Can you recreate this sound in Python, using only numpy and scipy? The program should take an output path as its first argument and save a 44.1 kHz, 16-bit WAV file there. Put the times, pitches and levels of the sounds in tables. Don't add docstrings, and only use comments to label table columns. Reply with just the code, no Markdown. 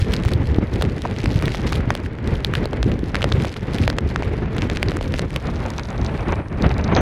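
import sys
import numpy as np
from scipy import signal
from scipy.fft import rfft, irfft
from scipy.io import wavfile

SR = 44100
rng = np.random.default_rng(int(sys.argv[2]) if len(sys.argv) > 2 else 0)


def unload_wav(signal):
    wavfile.write(
        sys.argv[1],
        SR,
        np.round(np.clip(np.atleast_2d(signal).T, -1, 1) * 32767).astype(np.int16),
    )


N = 309131
T = np.arange(N) / SR
CHANGE_S = 5.3, 5.5

# time in seconds, buffeting level in dB, roar level in dB.
WIND_LEVELS = [(0.0, -20, -33.5), (0.6, -19, -34), (0.66, -24.5, -34.5), (0.88, -18, -34.5),
               (0.96, -24, -36.5), (1.21, -24.5, -34), (1.25, -18.5, -33.5), (1.56, -22, -33),
               (1.85, -20, -30.5), (1.99, -26, -37), (2.24, -24, -37), (2.32, -16.5, -28.5),
               (2.44, -24.5, -37.5), (2.58, -19.5, -32), (2.75, -23.5, -34), (2.85, -16, -35.5),
               (3.14, -25, -36.5), (3.36, -15.5, -30), (3.53, -29.5, -38), (3.79, -21.5, -31),
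               (3.8, -16.5, -30.5), (4.02, -25.5, -39), (4.06, -20.5, -35), (4.12, -22.5, -33),
               (4.69, -21, -32), (5.35, -23.5, -38), (5.41, -30.5, -42.5), (5.46, -20, -32.5),
               (5.93, -29, -36.5), (6.01, -18, -33.5), (6.25, -25.5, -33.5), (6.31, -16, -27),
               (6.46, -30, -40.5), (6.66, -13, -28), (6.79, -20.5, -33.5), (7.01, -13, -21)]
# frequency in Hz, relative level in dB.
HARD_GUST_TONE = [(180, -33), (300, -4), (524, 0), (926, -1.5), (1060, -7), (1500, -8), (1690, -9),
                  (2480, -12.5), (3900, -25.5), (5070, -46), (8580, -120)]


def amp(db):
    return 10 ** (np.asarray(db) / 20)


def evened(x):
    return x / np.sqrt(np.mean(x ** 2) + 1e-20)


def between(ends, share):
    return ends[0] + (ends[1] - ends[0]) * share


def curve(rows, column=1):
    rows = np.array(rows)
    return np.interp(T, rows[:, 0], rows[:, column])


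def filtered(x, tone):
    row_hz, db = np.transpose(tone)
    hz = np.fft.rfftfreq(N, 1 / SR)
    gain = amp(np.interp(np.log(hz + 1), np.log(row_hz + 1), db))
    return irfft(rfft(x) * gain, N)


def coloured(x, tone):
    return evened(filtered(x, tone))


def wander(top_hz):
    hz = np.fft.rfftfreq(N, 1 / SR)
    spectrum = rfft(rng.standard_normal(N)) / (1 + (hz / top_hz) ** 2)
    return evened(irfft(spectrum * (hz > 3), N))


def band(hz, width_hz):
    tone = [(hz + step * width_hz, db) for step, db in [(-3, -60), (-1, -8), (0, 0), (1, -8), (3, -60)]]
    return coloured(rng.standard_normal(N), tone)


def ring(hz, ring_ms, t, sag=0.):
    return -np.sin(2 * np.pi * hz * t / (1 + sag * t * 1000)) * amp(-60 * t * 1000 / ring_ms)


def add(mix, start_s, sound):
    part = mix[round(start_s * SR):][:len(sound)]
    part += sound[:len(part)]


def buffeting(lumps):
    # frequency in Hz, relative level in dB.
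    rumble_tone = [(8.8, -41), (15, -16.5), (53, 4), (92, 3.5), (412, -11.5), (700, -27), (910, -29.5),
                   (1540, -120)]
    noise = coloured(rng.standard_normal(N), rumble_tone)
    slow = signal.sosfiltfilt(signal.butter(2, 110, fs=SR, output="sos"), noise)
    quick = noise - slow
    uneven = slow * amp(0.26 * wander(top_hz=30)) + quick * amp(3.22 * lumps)
    return amp(curve(WIND_LEVELS)) * evened(uneven)


def roar(lumps):
    # frequency in Hz, relative level in dB.
    open_tone = [(180, -14.5), (300, -5.5), (440, 0), (662, -8.5), (1210, -13), (1420, -13), (2030, -13),
                 (4530, -35), (7000, -50), (9100, -65), (15400, -120)]
    # frequency in Hz, relative level in dB.
    light_wind_tone = [(180, -9.5), (300, -9.5), (423, -8), (595, -3.5), (670, -6), (828, -6.5),
                       (2310, -16), (7000, -54.5), (9100, -54), (15400, -120)]
    level_db = curve(WIND_LEVELS, column=2)
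    boxed = np.interp(T, CHANGE_S, [0, 1])
    hard = np.clip((level_db + 26) / 23, 0, 1)
    flicker_db = 2.4 * lumps + (1 + 0.5 * boxed) * wander(top_hz=114)
    noise = rng.standard_normal(N) * amp(flicker_db)
    outside = coloured(noise, open_tone)
    inside = (1 - hard) * coloured(noise, light_wind_tone) + hard * coloured(noise, HARD_GUST_TONE)
    return amp(level_db) * (np.sqrt(1 - boxed) * outside + np.sqrt(boxed) * inside)


def crackle(base_per_s=1100, spread_db=7.5):
    # time in seconds, relative level in dB.
    strength = [(0, -53.5), (.17, -60.5), (.28, -58.5), (.38, -66.5), (.47, -59), (.6, -72), (.8, -58.5),
                (.92, -66.5), (1.03, -57), (1.08, -66), (1.19, -55.5), (1.27, -62.5), (1.39, -56),
                (1.62, -60), (1.74, -51.5), (1.8, -67.5), (1.92, -69), (1.96, -62.5), (2.05, -67.5),
                (2.22, -81.5), (2.28, -58), (2.4, -68.5), (2.58, -61.5), (2.7, -71.5), (2.84, -67),
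                (3.0, -66), (3.08, -61), (3.13, -68), (3.3, -62), (3.36, -55), (3.58, -63.5), (3.63, -68.5),
                (3.79, -53.5), (3.92, -73), (4.09, -65.5), (4.2, -68), (4.3, -63.5), (4.47, -79.5),
                (4.6, -62), (5.1, -63.5), (5.4, -62.5), (5.68, -58.5), (5.95, -65), (6.17, -58.5),
                (6.4, -73.5), (6.7, -65), (7.01, -74)]
    # frequency in Hz, gain in dB.
    crease_tone = [(500, -21), (1500, -2), (3500, 0.5), (5000, -2), (7200, -11.5), (10000, -9.5),
                   (15000, -19), (16500, -29)]
    # frequency in Hz, relative level in dB.
    snow_tone = [(1500, 0), (3500, 11), (5000, -1.5), (7200, -3), (10000, -6.5), (15000, -13), (16500, -37)]
    chance = base_per_s / SR * amp(4.5 * wander(top_hz=13))
    sizes = amp(spread_db * np.minimum(rng.exponential(1, N), 4))
    clicks = sizes * (rng.random(N) < chance)
    kind = rng.integers(0, 16, N)
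    bursts, t = np.zeros(N), np.arange(128) / SR
    for k, noise in enumerate(rng.standard_normal((16, 128))):
        dulled = signal.lfilter([1], [1, -.04 * k], noise)
        burst = evened(dulled) * amp(-60 * t / .003)
        bursts += signal.oaconvolve(clicks * (kind == k), burst)[:N]
    fizz = rng.standard_normal(N) * amp(3.5 * wander(top_hz=250))
    box_db = np.interp(T, CHANGE_S, [0, -7])
    creases = amp(box_db + 18.5) * coloured(bursts, crease_tone)
    snow_db = 8.5 + 0.23 * (curve(WIND_LEVELS, column=2) + 32.5)
    snow = amp(snow_db) * coloured(fizz, snow_tone)
    return amp(curve(strength)) * (creases + snow)


def shoves(width_cycles=0.39):
    # middle in seconds, level in dB, swing frequency in Hz.
    pushes = [(0.026, -6, 83.5), (0.266, -7, 95), (0.358, -5.5, 96), (0.421, -12.5, 87), (0.516, -7.5, 81),
              (0.585, -7.5, 106), (0.586, -2, 265), (1.242, -10.5, 296), (1.281, -8, 102),
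              (1.361, -4.5, 121), (1.878, -14, 90), (1.878, -10.5, 208), (2.863, -8, 294), (2.866, -7, 109),
              (3.034, -8.5, 285), (3.347, -5.5, 95), (3.386, -8, 105), (3.804, -10.5, 258), (3.817, -6, 93),
              (4.051, -10, 77), (6.612, -10, 225), (6.659, -15, 256), (6.724, -8.5, 91), (6.971, -10, 101),
              (6.985, -7, 219)]
    out, swells, t = np.zeros(N), np.zeros(N), np.arange(-1000, 1000) / SR
    for middle_s, db, hz in pushes:
        swell = np.exp(-.5 * (t * hz / width_cycles) ** 2)
        add(out, middle_s + t[0], -amp(db) * np.sin(2 * np.pi * hz * t) * swell)
        add(swells, middle_s + t[0], swell)
    return out, np.minimum(swells, 1)


def snaps(small_per_s=4, small_db=(-23.5, -18), small_hz=(900, 4050), small_ring_ms=4.2):
    # start in seconds, ring level in dB, starting pitch in Hz,
    # ring time in milliseconds, click level in dB, thump level in dB.
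    loud = [(0.1359, -6.5, 3100, 3.6, -4, -22), (0.139, -4, 3800, 1.9, -41, -37),
            (0.1652, -9.5, 4340, 2.3, -36, -33), (0.2512, -11, 1120, 3.1, -13, -36),
            (0.2846, -6.5, 1700, 1.4, -15, -37), (0.336, -8, 4100, 1.4, -12, -42),
            (0.5846, -18, 895, 7.7, -46, -34), (0.8118, -4, 1580, 0.95, -43, -41),
            (0.8232, -3.5, 3600, 2, -4, -10), (1.0525, -10.5, 1100, 14, -65, -41),
            (1.0564, -10, 876, 14, -66, -36), (1.2586, -5, 1970, 1.7, -43, -27),
            (1.4244, -4.5, 1020, 2.4, -13, -30), (1.4568, -12.5, 3800, 4.5, -13, -44),
            (1.4807, -8.5, 2100, 4.2, -41, -40), (1.5468, -5.5, 900, 2.6, -18, -17),
            (1.723, -5.5, 990, 1.6, -13, -32), (1.7257, -9, 1410, 3.4, -42, -38),
            (1.9049, 2.5, 1430, 2.8, -17, -10.5), (1.952, -9, 3550, 1.9, -10, -14),
            (2.0618, -15, 1850, 4.5, -51, -44), (2.4473, 1, 3760, 2.6, -4, -34),
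            (2.5375, 1, 1550, 2.3, -34, -46), (2.5528, -3, 3400, 2.1, -7, -33),
            (2.5562, -15, 1850, 10, -45, -31), (2.6564, -14, 4500, 4.3, -12, -11),
            (2.7319, -8, 945, 3.4, -45, -13), (2.8294, -3.5, 3160, 1.24, -46, -19),
            (2.9174, -11.5, 2420, 1.9, -27, -23), (3.1458, -4, 1670, 4.1, -39, -30),
            (3.1548, 1.5, 2630, 1.6, -39, -21), (3.166, -12, 2420, 3.5, -50, -24),
            (3.2095, -15, 1530, 7.1, -51, -25), (3.2198, -3, 1920, 1.7, -39, -24),
            (3.2276, -9, 3140, 4.9, -30, -14), (3.2424, 3.5, 2350, 1.14, -34, -4),
            (3.3192, -9.5, 1420, 6, -46, -35), (3.3231, -5, 3800, 3.8, -19, -24),
            (3.4008, -15.5, 2540, 5.4, -35, -27), (3.4473, -11, 1320, 4.2, -33, -10.5),
            (3.5656, -7.5, 1920, 0.92, -23, -34), (3.7848, -7, 3300, 1.9, -14, -35),
            (3.8372, -12, 2720, 4.7, -33, -34), (3.878, 4, 1200, 2.4, -37, -7),
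            (3.9009, -1.5, 4080, 1.4, -9, -12), (3.9852, 2.5, 1670, 1.2, -49, -11),
            (4.1602, -3.5, 1480, 4.4, -47, -22), (4.2237, -8.5, 930, 5.6, -53, -34),
            (4.2321, -17, 2450, 7.5, -41, -21), (4.5669, -18.5, 2130, 6.1, -20, -27),
            (4.5825, -7.5, 3740, 1.6, -43, -32), (4.6208, -8, 2730, 3.1, -46, -37),
            (4.6996, -4, 2570, 1.3, -45, -25), (4.7714, -4.5, 2300, 1.8, -42, -40),
            (4.8291, 2.5, 2480, 1.9, -2, -11.5), (4.8853, -9.5, 4700, 2.3, -16, -43),
            (4.9179, -6.5, 1880, 1.4, -45, -14), (4.9693, -9.5, 1380, 3.4, -9, -43),
            (5.0107, -10.5, 1260, 3, -47, -11.5), (5.1402, -3.5, 2650, 1.4, -56, -13),
            (5.187, -8, 1060, 1.8, -11.5, -27), (5.1937, -1.5, 3400, 1.2, -41, -11.5),
            (5.3619, -1.5, 2880, 1.9, -7.5, -11)]
    small = []
    for when, size, pitch in rng.random((round(small_per_s * CHANGE_S[0]), 3)):
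        hz = np.exp(between(np.log(small_hz), pitch))
        small.append((when * CHANGE_S[0], between(small_db, size), hz, small_ring_ms, -40, -38))
    out, t = np.zeros(N), np.arange(900) / SR
    fade_in = np.sin(np.pi / 2 * np.minimum(t / 0.0001, 1)) ** 2
    for start_s, db, hz, ring_ms, click_db, thump_db in small + loud:
        noise = rng.standard_normal(len(t))
        rattle = signal.lfilter([.2], [1, -1.5, .6], noise) * amp(-60 * t / 0.0093)
        rattle_db = -9.5 - 0.6 * ring_ms
        plastic = (ring(hz, ring_ms, t, sag=0.05) + amp(rattle_db) * rattle) * fade_in
        click = ring(hz=8800, ring_ms=0.62, t=t) + .5 * noise * amp(-60 * t / 0.0005)
        thump = ring(hz=540, ring_ms=14.3, t=t) * np.minimum(t / 0.00028, 1)
        add(out, start_s, amp(db) * plastic + amp(click_db) * click - amp(thump_db) * thump)
    return out


def surf():
    # time in seconds, level in dB.
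    levels = [(5.3, -83), (5.5, -69), (6.35, -61.5), (6.45, -67), (7.01, -69)]
    return amp(curve(levels)) * band(hz=9300, width_hz=1400) * (T > levels[0][0])


def blasts(rise_s=0.013, fade_s=0.062):
    # start in seconds, relative level in dB.
    bursts = [(5.434, -38), (5.484, -30), (5.622, -17.5), (5.648, -18.5), (5.783, -16.5), (6.01, -19),
              (6.04, -20), (6.079, -15.5), (6.143, -21), (6.188, -18), (6.28, -14.5), (6.317, -9),
              (6.637, -4.5), (6.701, -10.5), (6.787, -15.5), (6.849, -31), (6.912, -16), (6.962, -1)]
    loudness, t = np.zeros(N), np.arange(3000) / SR
    for start_s, db in bursts:
        add(loudness, start_s, amp(db - 60 * t / fade_s) * np.minimum(t / rise_s, 1))
    rasp = rng.standard_normal(N) * amp(4.6 * wander(top_hz=200))
    return loudness * coloured(rasp, HARD_GUST_TONE)


def sleet(faint_per_s=8.1, faint_db=(-44, -41), faint_splat_db=-6.5, settle_hz=(3800, 4500)):
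    # start in seconds, relative level in dB, splat gain on top of that in dB.
    clear = [(5.47, -28.5, -8), (5.558, -32, -24), (5.6623, -33, -3), (5.703, -29, -0.5),
             (5.7815, -21.5, -8), (5.795, -23, -12), (5.834, -28, -23), (5.8541, -31, -14),
             (5.8875, -33, -12), (5.9038, -32, -3), (5.979, -30, -18), (6.0142, -30, -14),
             (6.047, -26.5, -7), (6.063, -23, -20), (6.284, -33, -5), (6.3225, -30, -6), (6.356, -35, -5),
             (6.6222, -22.5, -7), (6.6657, -28, -14), (6.6925, -28, -18), (6.7142, -29, -18),
             (6.7411, -30, -19), (6.781, -29, -2.5), (6.8119, -34, -16), (6.841, -24.5, -19),
             (6.8444, -24.5, -21), (6.8783, -27.5, -26), (6.9503, -15.5, -38), (6.9646, -15.5, -34)]
    # pitch in Hz, relative level in dB, ring time in milliseconds.
    notes = [(3860, 9.5, 4), (6100, -11, 9.6)]
    out, t = np.zeros(N), np.arange(900) / SR
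    housing = sum(amp(db) * ring(hz, ring_ms, t) for hz, db, ring_ms in notes)
    fade_in = np.sin(np.pi / 2 * np.minimum(t / 0.00081, 1)) ** 2
    span_s = CHANGE_S[1], T[-1]
    faint_count = round(faint_per_s * (span_s[1] - span_s[0]))
    faint = [(between(span_s, when), between(faint_db, size), faint_splat_db)
             for when, size in rng.random((faint_count, 2))]
    strikes = faint + clear
    for (start_s, db, splat_db), pitch in zip(strikes, rng.random(len(strikes))):
        hz = between(settle_hz, pitch) * (1 + 0.79 * np.exp(-t / 0.00077))
        chirp = np.sin(2 * np.pi * np.cumsum(hz) / SR) * amp(-60 * t / 0.01)
        hiss = signal.lfilter([1, 0, -1], [1, -1.1, .6], rng.standard_normal(len(t)))
        splat = hiss * amp(splat_db - 60 * t / 0.0067)
        add(out, start_s, amp(db) * (chirp + splat + housing) * fade_in)
    return out


def whistle():
    # time in seconds, level in dB.
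    levels = [(6.91, -77), (6.935, -55), (6.975, -40), (7.01, -46)]
    return amp(curve(levels)) * band(hz=6200, width_hz=400) * (T > levels[0][0])


def scene():
    lumps = wander(top_hz=19.6)
    pushes, swells = shoves()
    rumble = buffeting(lumps) * (1 - .6 * swells) + pushes
    wind = rumble + roar(lumps) + blasts() + whistle()
    return (wind + crackle() + snaps() + sleet() + surf())[None]


def record(dry, ceiling=.72, top_hz=16400):
    # frequency in Hz, gain in dB.
    microphone_tone = [(20, -0.5), (6000, 0), (10000, -6), (14000, -8), (17000, -12)]
    clipped = np.clip(dry[0], -ceiling, ceiling)
    duller = filtered(clipped, microphone_tone)
    high_cut = signal.firwin(511, top_hz, window=("kaiser", 9), fs=SR)
    return signal.oaconvolve(duller, high_cut, "same")[None]


dry = scene()
out = record(dry)
unload_wav(out)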